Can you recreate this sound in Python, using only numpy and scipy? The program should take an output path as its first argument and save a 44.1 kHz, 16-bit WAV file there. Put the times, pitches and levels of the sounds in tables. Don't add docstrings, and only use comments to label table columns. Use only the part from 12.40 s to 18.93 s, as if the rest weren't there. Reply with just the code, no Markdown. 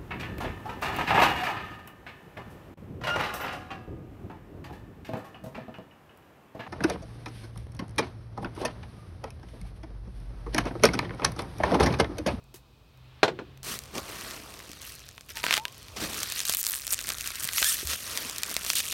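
import sys
import numpy as np
from scipy import signal
from scipy.fft import rfft, irfft
from scipy.io import wavfile
from scipy.ndimage import uniform_filter1d, map_coordinates

SR = 44100
rng = np.random.default_rng(int(sys.argv[2]) if len(sys.argv) > 2 else 0)


def unload_wav(signal):
    wavfile.write(
        sys.argv[1],
        SR,
        np.round(np.clip(np.atleast_2d(signal).T, -1, 1) * 32767).astype(np.int16),
    )


N = 287973
TIME = np.arange(N) / SR


def from_db(db):
    return 10 ** (np.asarray(db) / 20)


def rms_one(x):
    return x / np.sqrt(np.mean(x ** 2) + 1e-20)


def in_time(rows):
    s, *columns = np.transpose(rows)
    return [np.interp(TIME, s, column) for column in columns]


def during(rows):
    return (TIME > rows[0][0]) & (TIME < rows[-1][0])


def butter(x, hz, kind, order=2):
    edges = np.clip(hz, 10, .45 * SR)
    sections = signal.butter(order, edges, kind, fs=SR, output="sos")
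    return signal.sosfilt(sections, x + 1e-18)


def drift(per_s):
    knots = rng.standard_normal(int(N / SR * per_s) + 2)
    return rms_one(np.interp(TIME * per_s, np.arange(len(knots)), knots))


def fade(t60, size):
    return from_db(-60 * TIME[:size] / t60)


def ring(x, hz, t60):
    radius = from_db(-60 / (t60 * SR))
    angle = 2 * np.pi * min(hz, .45 * SR) / SR
    return signal.lfilter([0, radius * np.sin(angle)],
                          [1, -2 * radius * np.cos(angle), radius * radius], x + 1e-18)


def colour(x, spectrum, size=4096):
    hz, db = np.transpose(spectrum)
    grid = np.maximum(np.arange(size // 2 + 1) * SR / size, 1)
    cepstrum = irfft(np.log(from_db(np.interp(np.log(grid), np.log(hz), db))))
    cepstrum[1:size // 2] *= 2
    cepstrum[size // 2 + 1:] = 0
    response = irfft(np.exp(rfft(cepstrum)))
    return signal.fftconvolve(x, response)[:len(x)]


def even(x, size=1100):
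    power = uniform_filter1d(uniform_filter1d(x * x, size), size)
    return x / np.sqrt(np.abs(power) + 1e-6 * np.mean(x * x))


def add(out, s, sound):
    i = int(np.clip(round(s * SR), 0, N - 1))
    out[i:i + len(sound)] += sound[:N - i]


# frequency in Hz, relative level in dB.
ROOM_SPECTRUM = [(20, -26), (35, -13), (55, 0), (90, -21), (130, -15.5), (200, -15.5), (600, -22),
                 (1100, -23), (2000, -36), (3800, -28), (7000, -41.5), (16000, -43)]
# time in seconds, mean level in dB.
HUM_LEVELS = [(0, -64), (.2, -59), (.45, -72), (.55, -55.5), (1.2, -53.5), (2.2, -70), (3.2, -57),
              (3.6, -70), (6.53, -83)]
# time in seconds, level in dB.
RUMBLE_LEVELS = [(0, -65), (.7, -60), (1.1, -54), (1.8, -52.5), (2.3, -57), (3.3, -60.5), (3.7, -50),
                 (4.2, -59.5), (4.8, -53.5), (5.8, -56), (6.53, -57.5)]


def background(air_db=-59.5, hum_hz=130, whine_hz=2530, whine_db=-74.5):
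    air = from_db(air_db) * rms_one(colour(rng.standard_normal(N), ROOM_SPECTRUM))
    whine = from_db(whine_db) * rms_one(ring(rng.standard_normal(N), whine_hz, t60=0.029))
    hum_phase = 2 * np.pi * np.cumsum(hum_hz + 3 * drift(21)) / SR
    hum = from_db(in_time(HUM_LEVELS)[0] + 2 * drift(12)) * rms_one(np.sin(hum_phase))
    low_noise = rms_one(butter(rng.standard_normal(N), [50, 105], "band"))
    rumble = from_db(in_time(RUMBLE_LEVELS)[0]) * low_noise
    return air + whine + hum + rumble


# start in seconds, initial level in dB, frequency in Hz, t60 in seconds.
SOFT_BUMPS = [(0.143, -41.5, 365, 0.051), (1.02, -35.5, 302, 0.055), (1.565, -34, 171, 0.029),
              (1.583, -27.5, 388, 0.045), (2.297, -34, 295, 0.024), (3.62, -31, 300, 0.062),
              (3.652, -36, 65, 0.1), (4.095, -40, 170, 0.032), (4.68, -44, 180, 0.055),
              (5.047, -34, 130, 0.045), (5.221, -38, 72.4, 0.12), (5.43, -31, 377, 0.029),
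              (5.448, -32.5, 74, 0.3), (5.711, -42, 77, .15), (5.854, -37, 245, .07)]
# start in seconds, initial level in dB, t60 in seconds.
LIGHT_BRUSHES = [(0.0404, -51.5, .008), (0.1413, -45, 0.11), (0.158, -49.5, 0.12), (.5745, -55, 0.0091),
                 (1.1748, -44.5, 0.0078)]


def light_touches(size=12000):
    out = np.zeros(N)
    for s, level_db, hz, t60 in SOFT_BUMPS:
        add(out, s, from_db(level_db) * ring(signal.unit_impulse(size), hz, t60))
    for s, level_db, t60 in LIGHT_BRUSHES:
        hiss = rms_one(butter(rng.standard_normal(size), [900, 15000], "band", order=1))
        add(out, s, from_db(level_db) * hiss * fade(t60, size))
    return out


def sleeve(reach_s=0.91, width_s=0.34, level_db=-60):
    nearness = np.exp(-((TIME - reach_s) / width_s) ** 2)
    hiss = rms_one(butter(rng.standard_normal(N), [720, 3950], "band", order=4))
    return from_db(level_db) * nearness * hiss


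# start in seconds, relative strength in dB, contact cut-off in Hz.
BOX_BLOWS = [(.8310, -4.5, 6140), (0.8378, -26, 4000), (0.8789, -16, 3480), (0.9895, -23, 1500)]
# frequency in Hz, relative level in dB, t60 in seconds.
PANEL_MODES = [(215, -17, 0.18), (368, -10, 0.31), (442, 1, 0.087), (506, -5.5, 0.16), (731, -8, 0.16),
               (870, -8, 0.14), (1000, -3, 0.044), (1060, -11, 0.054), (1310, -17, 0.048), (1463, -4, 0.11),
               (1610, -2, 0.065), (2060, -0.5, 0.031), (2400, 0, 0.036), (2520, -10.5, 0.089),
               (3140, -10, 0.057), (3550, -2.5, 0.052), (4130, -1.5, 0.055)]
# frequency in Hz, relative level in dB.
CARDBOARD_SPECTRUM = [(47, -61), (80, -14), (219, -12), (325, -8.5), (371, -1.5), (515, -5), (587, -9),
                      (655, -5.5), (2230, -16.5), (4120, -19.5), (15000, -43)]


def knocks(crack_t60=0.1, boom_t60=0.63, boom_top_hz=480, boom_db=-23.5, modes_db=-15.0,
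           noise_gain=0.45, level_db=0.03, size=30000):
    out = np.zeros(N)
    for s, strength_db, contact_hz in BOX_BLOWS:
        modes = np.zeros(size)
        for hz, db, t60 in PANEL_MODES:
            gain = from_db(db + rng.normal(0, 0.97)) * rng.choice([-1, 1])
            modes += gain * ring(signal.unit_impulse(size), hz, t60)
        crack = rms_one(colour(rng.standard_normal(size), CARDBOARD_SPECTRUM)) * fade(crack_t60, size)
        low_noise = butter(rng.standard_normal(size), [120, boom_top_hz], "band", order=3)
        boom = rms_one(low_noise) * fade(boom_t60, size)
        blow = from_db(modes_db) * modes + noise_gain * (crack + from_db(boom_db) * boom)
        blow = butter(blow, contact_hz, "low", order=1)
        add(out, s, butter(blow, 73, "high") * from_db(strength_db + level_db))
    return out


# time in seconds, crinkle level in dB, dull rubbing in dB relative to the crinkle,
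# fine fizz in dB relative to the crinkle.
GRIP_LEVELS = [(1.23, -53.5, -3, 9), (1.5, -56.5, -0.5, -3), (1.63, -49, -1, -1), (2.1, -52.5, 0.5, -0.5),
               (2.65, -54.5, -11, -3.5), (2.85, -66.5, -4, 2.5), (3.02, -51, -13, 0), (3.23, -59.5, 0, 0),
               (3.42, -54.5, -8, -3.5), (3.54, -56.5, 0.5, -2), (3.68, -43, -0.5, 1.5), (3.9, -41, -16, -1),
               (4.22, -51.5, -16.5, 4), (4.77, -48.5, -13, 5), (4.95, -43.5, -17, 1),
               (5.45, -46.5, -12.5, 7), (6.0, -45, -9.5, 0.5), (6.53, -42, -14, 4.5)]


def grip():
    level_db, rub_db, fizz_db = in_time(GRIP_LEVELS)
    gains = from_db([level_db + rub_db, level_db, level_db + fizz_db])
    return gains * during(GRIP_LEVELS) + 1e-6


# peak time in seconds, rise in seconds, fall in seconds, crinkle level in dB,
# dull rubbing in dB relative to the crinkle, fine fizz in dB relative to the crinkle.
HAND_STROKES = [(1.312, 0.082, 0.077, -39.5, -5.5, 1.5), (1.575, 0.047, 0.037, -40.5, 3, -3),
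                (1.69, 0.014, 0.089, -48.5, -1, -1), (1.88, 0.26, .15, -45.5, -7.5, -1.5),
                (2.46, 0.063, .12, -50, -18, 4.5), (2.905, 0.022, .022, -45, -11, -0.5),
                (2.975, .03, 0.052, -42, -15, -2), (3.042, 0.014, 0.043, -36.5, -10, -1),
                (3.105, 0.042, 0.052, -33, -13.5, -12), (3.146, 0.044, 0.053, -33.5, -14.5, -2),
                (3.576, .018, 0.017, -39, -3.5, -5), (3.638, 0.055, 0.036, -36, -2, -2.5),
                (3.8, 0.068, 0.056, -41, -9.5, 2), (3.915, .02, .02, -44, -22, -3),
                (3.978, 0.033, 0.058, -37, -21, 3), (4.095, 0.052, 0.075, -37, -22, 6.5),
                (4.29, 0.089, .14, -45, -17, 3.5), (4.525, 0.042, 0.014, -43, -16, 14),
                (4.583, .012, 0.043, -41.5, -16, 1), (4.648, .02, 0.025, -44, -12, 2),
                (4.696, 0.032, 0.078, -41.5, -8.5, 3.5), (4.805, 0.017, .012, -44, -20, 3),
                (4.86, 0.031, 0.045, -41, -20, 3), (5.02, 0.043, 0.039, -49, -9, 13),
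                (5.195, 0.078, 0.086, -37, -25, 7.5), (5.295, 0.08, 0.09, -35.5, -37, 9),
                (5.405, 0.044, 0.026, -38.5, -19, 0), (5.51, 0.036, 0.063, -34.5, -15, 1.5),
                (5.78, 0.19, 0.18, -42, -8, 1), (6.11, 0.055, 0.027, -44, -5, 4.5),
                (6.299, 0.04, 0.043, -39.5, -19, 6), (6.371, 0.022, 0.046, -30.5, -29, 4),
                (6.515, 0.063, 0.046, -43, -12, 6.5)]


def handling(sharpness=0.92):
    power = grip() ** 2
    for peak, rise, fall, level_db, rub_db, fizz_db in HAND_STROKES:
        start, end = peak - rise, peak + fall
        now = (TIME > start) & (TIME < end)
        progress = np.interp(TIME[now], [start, peak, end], [0, .5, 1])
        arch = np.sin(np.pi * progress) ** sharpness
        gains = from_db([level_db + rub_db, level_db, level_db + fizz_db])
        power[:, now] += np.outer(gains, arch) ** 2
    return 10 * np.log10(power)


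def folds(x, mirror=0.56, delay_s=0.000445, wander=0.474, per_s=16):
    lag = delay_s * np.exp(wander * drift(per_s))
    depth = mirror * np.tanh(drift(per_s))
    reflection = map_coordinates(x, [(TIME - lag) * SR], order=3)
    return (x + depth * reflection) / np.sqrt(1 + depth ** 2)


# time in seconds, smooth sliding hiss in dB relative to the creases,
# tautness as upper over lower crinkle in dB.
TOUCH_MANNER = [(1.28, 5, 3.5), (1.5, 2.5, 0.5), (2.0, .5, 0), (2.75, -4, 6.5), (3.1, -3.5, 0),
                (3.4, 2.5, 5.5), (3.65, 2, 1.5), (4.05, -3.5, 8), (4.58, -8.5, 2.5), (5.05, -1.5, 2),
                (5.3, 0.5, 7), (5.8, 1, 3.5), (6.2, -3.5, 1), (6.35, 2, 12), (6.5, -7.5, 9)]
# frequency in Hz, relative level in dB.
FILM_SPECTRUM = [(59, -26), (100, -3), (420, -5.5), (758, -10.5), (1730, -4.5), (2180, -7.5), (4960, -6.5),
                 (5870, 2), (7730, 3), (8580, 7), (10400, 5), (11800, 5.5), (15500, -2)]


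def crinkle(creases_per_s=1050, spread_db=5.5, cycles=10.2, rub_db=1.0, crinkle_db=2.0, fizz_db=-1.5,
            rub_hiss_db=3.0, low_edge_hz=1130):
    rub, mid, fizz = handling()
    hiss_db, taut_db = in_time(TOUCH_MANNER)
    per_s = creases_per_s * from_db(hiss_db) * from_db(4 * drift(90))
    sizes = from_db(spread_db * np.minimum(rng.exponential(1, N), 2.8)) * rng.choice([-1, 1], N)
    clicks = sizes * (rng.random(N) < per_s / SR)
    pitches = np.geomspace(1300, 14500, 24)
    dealt = rng.integers(0, len(pitches), N)
    facets = np.zeros(N)
    for k, hz in enumerate(pitches):
        facets += ring(clicks * (dealt == k), hz, cycles / hz) * np.sqrt(hz)
    brightened = np.diff(facets, prepend=0) + .5 * facets
    grains = folds(colour(brightened, FILM_SPECTRUM))
    hiss = folds(colour(rng.standard_normal(N), FILM_SPECTRUM)) * from_db(2.0 * drift(150))

    def band(edges, smooth_db=0):
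        creases = even(butter(grains, edges, "band", order=3))
        sliding = rms_one(butter(hiss, edges, "band", order=3))
        return even(creases + from_db(hiss_db + smooth_db) * sliding)

    body = even(band([low_edge_hz, 2600]) + from_db(taut_db) * band([2600, 4900]))
    rubbing = from_db(rub + rub_db) * band([160, 1000], rub_hiss_db)
    fizzing = from_db(fizz + fizz_db) * band([5200, 18000])
    return rubbing + from_db(mid + crinkle_db) * body + fizzing


def lesser_snaps(per_s=11, pitch_hz=6300, pitch_spread=0.29, over_grip_db=15.5, spread_db=2.5,
                 pop_db=-16, count=300):
    s, grip_db = np.transpose(GRIP_LEVELS)[:2]
    when = rng.uniform(s[0], s[-1], count)
    level_db = np.interp(when, s, grip_db) + over_grip_db + rng.normal(0, spread_db, count)
    hz = pitch_hz * np.exp(rng.normal(0, pitch_spread, count))
    gives_way = rng.random(count) < per_s * (s[-1] - s[0]) / count
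    return list(np.column_stack([when, level_db, hz, level_db + pop_db])[gives_way])


def snap(hz, level_db, cycles, flutter, flutter_t60, size=300):
    push = signal.unit_impulse(size) + flutter * rng.standard_normal(size) * fade(flutter_t60, size)
    wave = ring(push - np.roll(push, 1) * 0.55, hz, cycles / hz)
    return wave * from_db(level_db) / np.sqrt(np.sum(wave ** 2) / (SR / 1000))


# start in seconds, crack level over a millisecond in dB before filtering,
# crack pitch in Hz, dull pop of the sheet in dB before its trim and filtering.
LOUD_SNAPS = [(1.39, -27.5, 7240, -61), (1.5818, -26, 3460, -45), (2.2024, -35, 1890, -62),
              (2.3166, -34.5, 5800, -63), (2.4176, -35, 6400, -61), (2.6895, -35.5, 5660, -65),
              (2.7799, -34, 2480, -51), (2.8097, -37.5, 5000, -60), (2.971, -26, 3420, -42),
              (3.0403, -15, 2120, -26.5), (3.0659, -16.5, 2140, -31), (3.084, -24, 2700, -36),
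              (3.1092, -12.5, 2350, -35), (3.1271, -13, 2680, -40), (3.1398, -11, 2930, -43),
              (3.1517, -22, 3100, -43), (3.1686, -18, 3200, -44), (3.178, -17.5, 3100, -29.5),
              (3.198, -33.5, 3500, -55), (3.2534, -19.5, 2620, -39), (3.2818, -34, 4200, -60),
              (3.832, -18, 5560, -50), (3.9007, -27, 7900, -49), (4.0036, -20.5, 5500, -65),
              (4.0533, -21, 5370, -64), (4.0962, -14, 6600, -29.5), (4.1246, -23, 8300, -61),
              (4.1375, -19, 6300, -39.5), (4.1487, -15.5, 9800, -59), (4.1702, -18.5, 9900, -62),
              (4.267, -15.5, 7240, -65), (4.3372, -24.5, 2820, -56), (4.4685, -21.5, 9100, -63),
              (4.4784, -24, 6250, -43), (4.5113, -27, 7240, -63), (4.5323, -24, 6550, -37),
              (4.5905, -24, 5300, -48), (4.6718, -27, 6800, -48), (4.6903, -19.5, 8900, -47),
              (4.7032, -20.5, 3500, -40), (4.8097, -24.5, 6240, -57), (4.875, -21.5, 7600, -44),
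              (4.9565, -27, 7500, -60), (5.0066, -27, 8300, -56), (5.075, -23, 8050, -54),
              (5.0893, -20, 3400, -53), (5.1341, -23, 6500, -55), (5.1824, -16.5, 3240, -62),
              (5.2202, -21, 5700, -29.5), (5.2277, -12, 2920, -47), (5.2445, -14, 5960, -53),
              (5.4724, -21, 7140, -55), (5.5338, -23, 4570, -37), (5.7746, -17.5, 5040, -44),
              (5.8976, -25, 6800, -39), (5.9833, -22.5, 6520, -58), (6.0339, -16.5, 5330, -53),
              (6.1141, -26, 8050, -35), (6.1423, -23, 9700, -60), (6.166, -15.5, 4500, -29),
              (6.302, -12.5, 4130, -39), (6.3335, -20, 7200, -50), (6.3553, -18, 8140, -51),
              (6.4036, -19.5, 4900, -54), (6.455, -26, 7400, -54), (6.526, -23.5, 3970, -41)]


def snaps(pop_db=0.5, pop_hz=640, facet_db=-9.0, lowest_hz=1150):
    out = np.zeros(N)
    for s, level_db, hz, sheet_db in LOUD_SNAPS + lesser_snaps():
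        crack = snap(hz, level_db, cycles=3.0, flutter=0.051, flutter_t60=0.01)
        facet_hz = hz * rng.uniform(0.298, 0.79)
        facet = snap(facet_hz, level_db + facet_db, cycles=13.0, flutter=0.95, flutter_t60=0.015)
        add(out, s, butter(crack + facet, lowest_hz, "high", order=3))
        pop = snap(pop_hz, sheet_db + pop_db, cycles=3.7, flutter=0.045, flutter_t60=0.011)
        add(out, s, butter(pop, 1250, "low"))
    return out


# peak time in seconds, frequency at the peak in Hz,
# glide in Hz per second, peak rms level in dB, t60 in seconds.
CUT_WHISTLES = [(2.968, 905, -500, -44.5, 0.15), (3.048, 976, 700, -33.5, 0.054),
                (3.184, 838, 1902, -37.5, 0.29)]


def whistle(waver=0.004, rise_db_per_s=1001):
    out, unsteady = np.zeros(N), 1 + waver * drift(150)
    for peak, hz, glide, level_db, t60 in CUT_WHISTLES:
        now = (TIME > peak - 60 / rise_db_per_s) & (TIME < peak + t60)
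        t = TIME[now] - peak
        swell_db = np.minimum(rise_db_per_s * t, -60 * t / t60)
        phase = 2 * np.pi * np.cumsum((hz + glide * t) * unsteady[now]) / SR
        out[now] += np.sqrt(2) * np.sin(phase) * from_db(level_db + swell_db)
    return out


# first tick in seconds, last tick in seconds,
# ticks per second, first level in dB, last level in dB, mean pitch in Hz.
TAPE_PEELS = [(4.1785, 4.214, 280, -23.5, -23, 10500), (4.23, 4.2607, 100, -18.5, -23, 8600),
              (4.2778, 4.33, 95, -23, -19.5, 10900), (4.3434, 4.388, 132, -22, -31.5, 9500),
              (4.398, 4.461, 135, -34, -37, 8000), (4.5272, 4.5433, 205, -15, -19.5, 7150),
              (5.036, 5.0508, 160, -23, -23, 8100), (6.2670, 6.297, 500, -36, -37, 9500),
              (6.37, 6.383, 430, -31, -33, 9500)]


def peels(jitter_s=0.00033, cycles=3.4, flutter=0.46, flutter_t60=0.0028, low_edge_hz=1300):
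    out = np.zeros(N)
    for first, last, per_s, first_db, last_db, pitch_hz in TAPE_PEELS:
        count = round((last - first) * per_s) + 1
        times = np.linspace(first, last, count)
        levels_db = np.linspace(first_db, last_db, count)
        for s, level_db in zip(times, levels_db):
            tick_hz = pitch_hz * np.exp(rng.normal(0, .048))
            tick = snap(tick_hz, level_db + rng.normal(0, 1), cycles, flutter, flutter_t60)
            add(out, s + rng.normal(0, jitter_s), tick)
    return butter(out, low_edge_hz, "high")


def stick_slip(rows, waver, count):
    hz, db = in_time(rows)
    phase = 2 * np.pi * np.cumsum(hz * (1 + waver * drift(500))) / SR
    slips = sum(np.sin(k * phase) * from_db(3 * drift(120)) for k in np.arange(1, count + 1))
    return rms_one(slips) * from_db(db) * during(rows)


# start of the hold in seconds, hold in seconds,
# first slips per second, last slips per second, level in dB.
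FILM_SQUEALS = [(5.179, 0.0065, 5700, 6700, -26.5), (5.19, 0.0065, 2000, 2000, -33),
                (5.195, 0.024, 7500, 6400, -37), (5.257, 0.042, 1660, 1880, -27),
                (5.287, 0.017, 8600, 8600, -29), (5.308, .012, 8950, 8100, -32),
                (5.337, .008, 1550, 1800, -34)]


def squeal(waver=.04, attack_s=0.025, release_s=0.033, edge_below_hold_db=-26.0, top_hz=13000):
    out = np.zeros(N)
    for start, hold, first_hz, last_hz, level_db in FILM_SQUEALS:
        edge_db = level_db + edge_below_hold_db
        end = start + hold
        shape = [(start - attack_s, first_hz, edge_db), (start, first_hz, level_db),
                 (end, last_hz, level_db), (end + release_s, last_hz, edge_db)]
        out += stick_slip(shape, waver, count=max(1, int(top_hz / first_hz)))
    return out


def box_echo(x, walls_db=-15.0, walls_t60=0.045, room_db=-30.0, room_t60=0.13, dull_hz=6000, size=14000):
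    def tail(t60):
        noise = rng.standard_normal(size) * fade(t60, size) * (TIME[:size] > .001)
        return noise / np.linalg.norm(noise)

    echo = from_db(walls_db) * tail(walls_t60) + from_db(room_db) * tail(room_t60)
    return x + signal.fftconvolve(x, butter(echo, dull_hz, "low", order=1))[:N]


def scene():
    rest = background() + light_touches() + sleeve() + knocks() + whistle()
    wrap = crinkle() + snaps() + peels() + squeal()
    return (box_echo(wrap) + rest)[None]


def record(dry, notch_hz=10400, notch_q=18.0, notch_depth=0.55, cutoff_hz=16300):
    b, a = signal.iirpeak(notch_hz, notch_q, fs=SR)
    dipped = dry - notch_depth * signal.lfilter(b, a, dry)
    heard = butter(dipped, 26, "high", order=3)
    low_pass = signal.firwin(151, cutoff_hz, window=("kaiser", 8), fs=SR)
    return signal.fftconvolve(heard, low_pass[None], "same")


dry = scene()
out = record(dry)
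unload_wav(out)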